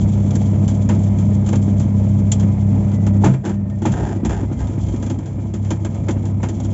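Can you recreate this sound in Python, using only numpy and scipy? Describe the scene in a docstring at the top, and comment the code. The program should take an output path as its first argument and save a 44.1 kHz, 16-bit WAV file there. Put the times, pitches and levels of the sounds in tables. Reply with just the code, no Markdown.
"""A steady mains hum and a swaying rumble come first: a top-loading washing machine heard from close by.
The motor hums from the pull on its iron; the drive shakes the tub's resonances, whirrs and buzzes loose parts.
The drain valve's lever, pin and spring tick and knock inside the cabinet, as bursts of filtered contacts.
Midway a heavy clunk booms through decaying low modes and the hum drops. Something rubs in a few
stick-and-slip strokes, a lesser clunk falls among them, and the tub runs on more quietly with loose knocks."""
import sys
import numpy as np
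from scipy import signal
from scipy.fft import rfft, irfft, next_fast_len
from scipy.io import wavfile
from scipy.ndimage import uniform_filter1d

SR = 44100
rng = np.random.default_rng(int(sys.argv[2]) if len(sys.argv) > 2 else 0)


def wav_record(signal):
    """Record a signal, one row per channel, as 16-bit PCM in the file named by sys.argv[1]."""
    frames = np.transpose(np.atleast_2d(signal))
    bounded = np.clip(frames, -1, 1)
    # unit amplitude maps onto the largest positive 16-bit level
    quanta = np.round(bounded * 32767).astype(np.int16)
    wavfile.write(sys.argv[1], SR, quanta)


N = 296793
T = np.arange(N) / SR

# the motor sheds its load at the heavy clunk: moment and duration in seconds
CHANGE_S, CHANGE_TAKES_S = 3.24, 0.11
# effort of the drive: time_s, effort_db
EFFORT = [(0, 0), (1.4, 0), (2.2, -0.5), (3.28, -1), (3.42, -10), (3.76, -7), (4.0, -0.5), (4.2, -3.5),
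          (5.05, -3.5), (5.55, -7), (6.0, -2.5), (6.35, -4), (6.73, -4)]
# spectrum of the ringing metal linkage and loose parts: frequency_hz, relative_db
METAL = [(900, -45), (2000, -14), (2800, -6.5), (3250, 1.5), (3800, -7), (5000, -8), (5700, -3.5),
         (6200, 1.5), (6800, 0.5), (7400, 1), (7900, -21)]
# spectrum of the plastic housing: frequency_hz, relative_db
PLASTIC = [(200, -5), (330, 6), (420, -20.5), (510, 2.5), (650, -7.5), (900, -3.5), (1100, -11.5),
           (1600, -11.5), (1950, -15.5), (2350, -16), (2800, -18.5), (4200, -32), (7700, -29.5)]


def from_db(db):
    """Decibels to gain."""
    return 10 ** (np.asarray(db) / 20)


def rms_one(x):
    """Scale to unit rms."""
    return x / np.sqrt(np.mean(x ** 2) + 1e-20)


def evened(x, seconds):
    """Hold the loudness steady over the given time, near unit rms."""
    power = uniform_filter1d(x ** 2, max(int(seconds * SR), 2))
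    return x / np.sqrt(np.abs(power) + 1e-12)


def in_time(rows):
    """Each column of a curve, joined by straight lines."""
    time_s, *columns = np.transpose(rows)
    return [np.interp(T, time_s, column) for column in columns]


def switched(levels_db, settles_s):
    """The loaded level before the change gives way to the light one."""
    return np.interp(T, [CHANGE_S, CHANGE_S + settles_s], levels_db)


def follows(law, control_db):
    """A level that moves in proportion to its control; law = (dB at a control of 0 dB, dB per dB)."""
    db, slope = law
    return db + slope * control_db


def drift(rate_hz):
    """Slow random wander of spread 1: low-passed noise, drawn at every 40th sample."""
    step = 40
    pole = np.exp(-2 * np.pi * step * rate_hz / SR)
    noise = rng.standard_normal(N // step + 2002)
    slow = signal.lfilter([1], [1, -2 * pole, pole * pole], noise)[2000:]  # drop the filter's start-up
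    return np.interp(np.arange(N) / step, np.arange(len(slow)), rms_one(slow))


def coloured(x, spectrum):
    """Causal (minimum-phase) filter with the given spectrum; white noise keeps its power."""
    size = 2 * next_fast_len(N // 2 + SR // 4)
    hz, db = np.transpose(spectrum)
    octave = np.log2(np.maximum(np.fft.rfftfreq(size, 1 / SR), 1))
    # past either end the spectrum falls 20 dB per octave
    beyond = np.abs(octave - np.clip(octave, np.log2(hz[0]), np.log2(hz[-1])))
    gain = rms_one(from_db(np.interp(octave, np.log2(hz), db) - 20 * beyond))
    # folding the cepstrum forward in time makes the phase minimal
    cepstrum = irfft(np.log(gain))
    cepstrum[1:size // 2] *= 2
    cepstrum[size // 2 + 1:] = 0
    return irfft(rfft(x, size) * np.exp(rfft(cepstrum)))[:N]


def resonance(x, hz, width_hz):
    """One resonance, filtered twice for steep skirts; white noise keeps its power."""
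    b, a = signal.iirpeak(hz, hz / (width_hz * np.pi / 2), fs=SR)
    once = signal.lfilter(b, a, x + 1e-18)
    return signal.lfilter(b, a, once) * np.sqrt(SR / (np.pi * width_hz))


def grains(per_s, spread_db):
    """Dense tiny contacts of uneven size and random sign; rms 1."""
    sizes = from_db(spread_db * np.minimum(rng.exponential(1, N), 4)) * rng.choice([-1, 1], N)
    return rms_one(sizes * (rng.random(N) < per_s / SR))


def blows(times, levels_db, t60s, crack_db, crack_s, rise_s):
    """Each blow is a short chatter of contact followed by dense, dying reflections in the cabinet."""
    power = np.zeros(N)
    for start_s, db, t60 in zip(times, levels_db, t60s):
        start = round(start_s * SR)
        age = T[:N - start][:SR // 2]
        reflections = from_db(-60 * age / max(t60, .02))
        chatter = from_db(crack_db) * np.exp(-age / crack_s)
        rise = 1 - np.exp(-age / rise_s)
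        power[start:][:len(age)] += (from_db(db) * (reflections + chatter) * rise) ** 2
    return np.sqrt(power) * evened(grains(per_s=5000, spread_db=0.5), seconds=0.001)


def cabinet(x):
    """The enclosure's panels and cavities lift narrow bands, one after another, and let them ring on."""
    # panel and cavity resonances: frequency_hz, width_hz, lift_db
    panels = [(328.6, 20, 3), (573, 45, 2.5), (666.5, 19, 5.5), (861, 87, 4), (997, 30, 6), (1254, 59, 6),
              (1420, 43, 2.5), (1610, 38, 5.5), (1820, 38, 4.5), (2130, 130, 3), (2375, 16, 6),
              (3190, 78, 3), (3450, 41, 4), (7030, 110, 6.5), (7420, 73, 6.5), (7484, 63, 2.5)]
    for hz, width_hz, lift_db in panels:
        b, a = signal.iirpeak(hz, hz / width_hz, fs=SR)
        x = x + (from_db(lift_db) - 1) * signal.lfilter(b, a, x)
    return x


def motor(waver_db, wobble_rad):
    """The iron is pulled twice each mains cycle; the swaying load makes the hum waver."""
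    # overtones of the hum: multiple_of_mains, relative_db
    partials = [(4, -1.5), (6, -25), (12, -26.5)]
    mains_hz = 50
    # the hum all but stops when the load is shed, then comes back weaker
    dip_depth_db, return_s = 11.5, 0.12
    since = T - CHANGE_S - CHANGE_TAKES_S
    dip_db = switched((0, dip_depth_db), CHANGE_TAKES_S) * np.exp(-np.maximum(since, 0) / return_s)
    hum_db = switched((-16, -23), CHANGE_TAKES_S) - dip_db
    # the overtones take longer to settle
    overtone_db = switched((-18.5, -32.5), settles_s=1.15) - dip_db + 0.4 * drift(5.4)
    phase = 2 * np.pi * mains_hz * T + wobble_rad * drift(1.0)
    overtones = 0
    for multiple, db in partials:
        start_phase = rng.uniform(0, 2 * np.pi)
        overtones = overtones + from_db(db) * np.sin(round(multiple) * phase + start_phase)
    hum = from_db(hum_db) * np.sin(2 * phase) + from_db(overtone_db) * overtones
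    return np.sqrt(2) * hum * from_db(waver_db * drift(4.8))


def whine(width_hz, level_db, labour_db):
    """A thin, broken tone that sags as the drive slows; it grows with effort and as the drive labours."""
    # pitch following the drive's speed: time_s, pitch_hz
    pitch_curve = [(0, 2230), (2.4, 2160), (3.15, 1950), (3.65, 1795), (4.18, 1950), (5.0, 2200)]
    pitch_hz, = in_time(pitch_curve)
    effort_db, = in_time(EFFORT)
    slowed = (pitch_hz.max() - pitch_hz) / np.ptp(pitch_hz)  # 0 at full speed, 1 at the slowest
    phase = 2 * np.pi * np.cumsum(pitch_hz) / SR
    tone = drift(width_hz) * np.sin(phase) + drift(width_hz) * np.cos(phase)
    return from_db(level_db + effort_db + labour_db * slowed) * tone


def tub_rumble(effort_db):
    """Irregular jostling of the load excites the tub's modes; the rumble swells once a swing on the springs."""
    # tub and cabinet resonances: frequency_hz, width_hz, relative_db
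    modes = [(130.7, 10.9, 3), (166.5, 19, 0.5), (219.1, 21.2, -2), (260.7, 18.2, -4.5),
             (324.8, 32.2, -8.5)]
    swing_s, first_swing_s, swing_depth_db = 0.3, 0.34, 1.34
    settles_s = 1.2
    swing_db = swing_depth_db * np.cos(2 * np.pi * (T - first_swing_s) / swing_s)
    level_db = switched((-20, -23), settles_s) + 0.69 * effort_db + swing_db
    bright_db = switched((-2, 3), settles_s) + 0.54 * effort_db
    shake = grains(per_s=500, spread_db=2.5)
    rumble = 0
    for k, (hz, width_hz, db) in enumerate(modes):
        upper = np.clip(np.log2(hz / 160), 0, 1)  # share of the brightness that this mode takes
        mode = from_db(db + upper * bright_db) * resonance(shake, hz, width_hz)
        rumble = rumble + (-1) ** k * mode
    return from_db(level_db) * evened(rumble, seconds=0.096)


def tub_lurches():
    """Wider lurches of the tub swell its deepest resonance."""
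    # centre_s, level_db
    swells = [(0.03, -25), (4.0, -29), (4.33, -20.5), (4.63, -24), (4.88, -22.5)]
    spread_s = 0.082
    lurch = sum(from_db(db) * np.exp(-((T - centre_s) / spread_s) ** 2) for centre_s, db in swells)
    return lurch * evened(resonance(rng.standard_normal(N), hz=63.7, width_hz=11), seconds=0.1)


def drive_noise(effort_db):
    """The turning drive keeps up a low drone and a grainy whirr, both moving with its effort."""
    # low drone: frequency_hz, relative_db
    drone_spectrum = [(20, -35.5), (32, -31), (43, -20.5), (54, -16), (66, 3), (73, -7.5), (83, -5),
                      (105, -8), (135, -24.5)]
    # whirr: frequency_hz, relative_db
    whirr_spectrum = [(230, -11.5), (330, 3), (430, 3.5), (570, 0.5), (680, -2), (760, -4.5), (980, -10.5),
                      (1120, -15), (1550, -23.5), (2300, -20.5), (2900, -29), (4200, -36.5), (7700, -33.5)]
    drone = evened(coloured(rng.standard_normal(N), drone_spectrum), seconds=0.2)
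    whirr = coloured(grains(per_s=2500, spread_db=0.5), whirr_spectrum) * from_db(1.5 * drift(37))
    drone_db = follows((-26.5, 0.7), effort_db)
    whirr_db = follows((-36, 1), effort_db)
    return from_db(drone_db) * drone + from_db(whirr_db) * whirr


def loose_rattle(gain_db):
    """Loose parts buzz finely: metallic noise with a fast, uneven flutter."""
    # buzz before the overall gain: time_s, level_db
    buzz_curve = [(0.0, -52.5), (0.43, -51), (3.32, -56), (3.5, -79), (3.82, -57), (3.99, -55),
                  (4.37, -65.5), (4.48, -57), (4.59, -56), (4.99, -54), (5.21, -65), (5.4, -59.5),
                  (6.02, -57), (6.35, -62), (6.73, -54)]
    level_db, = in_time(buzz_curve)
    buzz = coloured(rng.standard_normal(N), METAL) * from_db(3.64 * drift(22))
    return from_db(level_db + gain_db) * buzz


def running_tub():
    """The turning drive shakes the tub's resonances, whirrs, and keeps loose parts buzzing."""
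    effort_db, = in_time(EFFORT)
    return tub_rumble(effort_db) + tub_lurches() + drive_noise(effort_db) + loose_rattle(gain_db=-2)


def bumps(lowest_hz, ring_s, gain_db, housing_db):
    """Soft, well-damped thuds of the tub, each with a faint clack of the housing."""
    # soft bumps before the gains: start_s, strength_db
    thuds = [(0.534, -11.5), (1.678, -9.5), (2.933, -13), (4.159, -13), (4.232, -9), (4.432, -9.5),
             (4.514, -11.5), (4.695, -14), (4.778, -11.5), (4.881, -19.5), (4.94, -10), (5.068, -13),
             (5.19, -17), (5.384, -14.5), (6.165, -9.5), (6.575, -23.5)]
    times, levels_db = np.transpose(thuds)
    clack = blows(times, levels_db + housing_db, np.full(len(times), 0.07),
                  crack_db=-6, crack_s=0.0066, rise_s=0.0059)
    out = coloured(clack, PLASTIC)
    for start_s, db in thuds:
        age = np.maximum(T - start_s, 0) / ring_s
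        swell = age * np.exp(1 - age)
        hz = lowest_hz * rng.uniform(1.0, 1.16)
        out += from_db(db + gain_db) * swell * np.sin(2 * np.pi * hz * (T - start_s))
    return out


def rubbing(catch_db):
    """Stick and slip of a part dragging as the tub swings past: fine grit with coarser catches."""
    # strokes: start_s, length_s, level_db, sag_db_per_s, brightness_db_per_octave
    strokes = [(3.434, 0.11, -29.5, 15, 0), (3.919, 0.25, -28.5, 1, 0.5), (4.286, 0.18, -28, 56, 1.4),
               (4.592, 0.075, -33, 0, 1.7)]
    # rubbed part: frequency_hz, relative_db
    rub_spectrum = [(220, -16), (310, 8), (410, 10.5), (520, -10), (670, 1.5), (830, -0.5), (1150, -18),
                    (1620, -10.5), (2250, -24), (3400, -23.5), (4100, -33.5), (5600, -28.5), (7200, -23.5),
                    (7700, -33.5)]
    attack_s, release_s = 0.016, 0.057
    slips = rms_one(grains(per_s=3000, spread_db=2.5) + grains(per_s=160, spread_db=2))
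    slips = slips * from_db(catch_db * drift(30))
    out = np.zeros(N)
    for start_s, length_s, level_db, sag, tilt in strokes:
        age = np.clip(T - start_s, 0, length_s)
        pressure = np.clip(np.minimum(age / attack_s, (length_s - age) / release_s), 0, 1)
        spectrum = [(hz, db + tilt * np.log2(hz)) for hz, db in rub_spectrum]
        out += pressure * from_db(level_db - sag * age) * coloured(slips, spectrum)
    return out


def ticks():
    """The pin and spring touch lightly, and faintly at random in between: metal rings, the housing answers."""
    # touches before each part's own level: start_s, strength_db, ring_t60_s
    touches = [(0.3057, -28, 0.063), (0.3516, -24.5, 0.088), (0.6772, -28, .2), (1.1843, -35, .22),
               (1.461, -32.5, 0.25), (1.7956, -33, 0.29), (2.3166, -13, .085), (2.396, -30.5, .18),
               (2.9146, -39, 0.1), (3.697, -42.5, 0.081), (3.9175, -29.5, 0.12), (4.527, -39, 0.077),
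               (4.588, -41, 0.2), (4.6684, -38.5, .24), (4.883, -37.5, 0.2), (4.9596, -36, .055),
               (5.0614, -35.5, .19), (5.186, -39.5, 0.068), (5.2566, -39, 0.23), (5.645, -39, 0.35),
               (5.9432, -40.5, .21), (6.2525, -35.5, .17), (6.599, -32.5, 0.081), (6.646, -35, 0.14)]
    faint_per_s, faint_db, faint_t60_s = 1.5, -44, 0.12  # the strongest faint tick; others up to 5 dB softer
    chance = rng.random((round(faint_per_s * N / SR), 2))
    faint = [(when * T[-1], faint_db - 5 * softer, faint_t60_s) for when, softer in chance]
    start_s, db, t60 = np.transpose(list(touches) + faint)
    touch = blows(start_s, db - 10, t60, crack_db=-2.5, crack_s=0.0062, rise_s=0.0012)
    # the pin's shrill ring grows faster than the touch, the housing's answer only half as fast
    ping_db = follows((2, 2.03), db)
    ping = blows(start_s, ping_db, t60, crack_db=-2, crack_s=0.0046, rise_s=0.0008)
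    housing = blows(start_s, 0.5 * db - 17, t60, crack_db=-6, crack_s=0.007, rise_s=0.003)
    shrill = resonance(ping, hz=7370, width_hz=600)
    return coloured(touch, METAL) + shrill + from_db(-5.5) * coloured(housing, PLASTIC)


def knocks():
    """A knock on the valve housing sounds the metal linkage, the plastic and, more slowly, the tub."""
    # knocks before each part's own level: start_s, strength_db, metal_relative_db, ring_t60_s
    hits = [(0.889, -23, -5.5, 0.21), (1.4878, -27.5, -1, 0.042), (1.5274, -25, -7.5, 0.14),
            (1.5557, -32, 4, 0.035), (2.4284, -31.5, -12, 0.079), (3.0647, -26.5, -5, 0.096),
            (3.2404, -18, -5.5, 0.27), (3.256, -21.5, -12, 0.16), (3.3368, -27.5, -11.5, 0.063),
            (3.45, -29, -4, 0.33), (3.493, -30.5, -7.5, 0.12), (3.8181, -35, -2, 0.26),
            (3.8536, -21.5, -4.5, .22), (4.2483, -25, -2, .16), (4.293, -28.5, -7, 0.25),
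            (5.0248, -34, 1, 0.14), (5.0982, -31, 1, 0.12), (5.537, -36, 1, 0.19),
            (5.7044, -25.5, 0.5, 0.13), (5.8468, -29, -3, 0.13), (6.0832, -22, -8.5, .13),
            (6.107, -44, 14, 0.062), (6.4291, -25, -6.5, 0.18), (6.486, -35.5, 5.5, 0.12)]
    start_s, db, metal_db, t60 = np.transpose(hits)
    metal = blows(start_s, db + metal_db - 14.0, t60, crack_db=4.5, crack_s=0.013, rise_s=0.00049)
    plastic = blows(start_s, db - 2.5, t60, crack_db=-1.5, crack_s=0.011, rise_s=0.0036)
    # the tub's answer grows about half as fast as the knock
    push_db = follows((-7, 0.48), db)
    push = blows(start_s, push_db, t60, crack_db=3, crack_s=0.0068, rise_s=0.0022)
    tub = from_db(-1.5) * resonance(push, hz=309.3, width_hz=56) + resonance(push, hz=221, width_hz=47)
    return coloured(metal, METAL) + coloured(plastic, PLASTIC) + tub


def jolts(clang_hz, clang_t60_s):
    """A heavy clunk: the bracket clangs at once, the tub's low modes swell and boom."""
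    # jolts of the whole tub: start_s, boom_db, clang_db
    clunks = [(3.2379, 7.5, -9.5), (3.853, -3.5, -12.5)]
    # low modes set booming: frequency_hz, relative_db, swell_s, ring_t60_s
    boom_modes = [(129.4, 5.5, 0.074, 0.26), (190.2, -3.5, 0.038, 0.23), (238, -8, 0.032, 0.19),
                  (414, -19, 0.0033, 0.075), (652, -21, .03, 0.21)]
    out, age = np.zeros(N), T[:SR]
    for start_s, boom_db, clang_db in clunks:
        sound = from_db(clang_db - 60 * age / clang_t60_s) * np.sin(2 * np.pi * clang_hz * age)
        for hz, db, swell_s, t60 in boom_modes:
            swell = 1 - np.exp(-(age / swell_s) ** 2)
            decay = from_db(boom_db + db - 60 * age / t60)
            sound = sound + swell * decay * np.sin(2 * np.pi * hz * age)
        out[round(start_s * SR):][:SR] += sound
    return out


def scene():
    """All parts of the machine, heard from close by; tub and contacts sound through the cabinet."""
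    drive = motor(waver_db=1.76, wobble_rad=0.021) + whine(width_hz=14, level_db=-65.5, labour_db=11.0)
    tub = running_tub() + bumps(lowest_hz=234.7, ring_s=0.0023, gain_db=-2.0, housing_db=-24.5)
    inside = cabinet(tub + rubbing(catch_db=0.5) + ticks() + knocks())
    return (drive + inside + jolts(clang_hz=850, clang_t60_s=0.059))[None]


def record(dry):
    """Peaks are rounded and the top is cut steeply."""
    cutoff_hz = 7640
    rounded = 0.95 * np.tanh(dry / 0.95)
    low_pass = signal.ellip(10, 0.2, 80, cutoff_hz, fs=SR, output="sos")
    return signal.sosfilt(low_pass, rounded)


dry = scene()
out = record(dry)
wav_record(out)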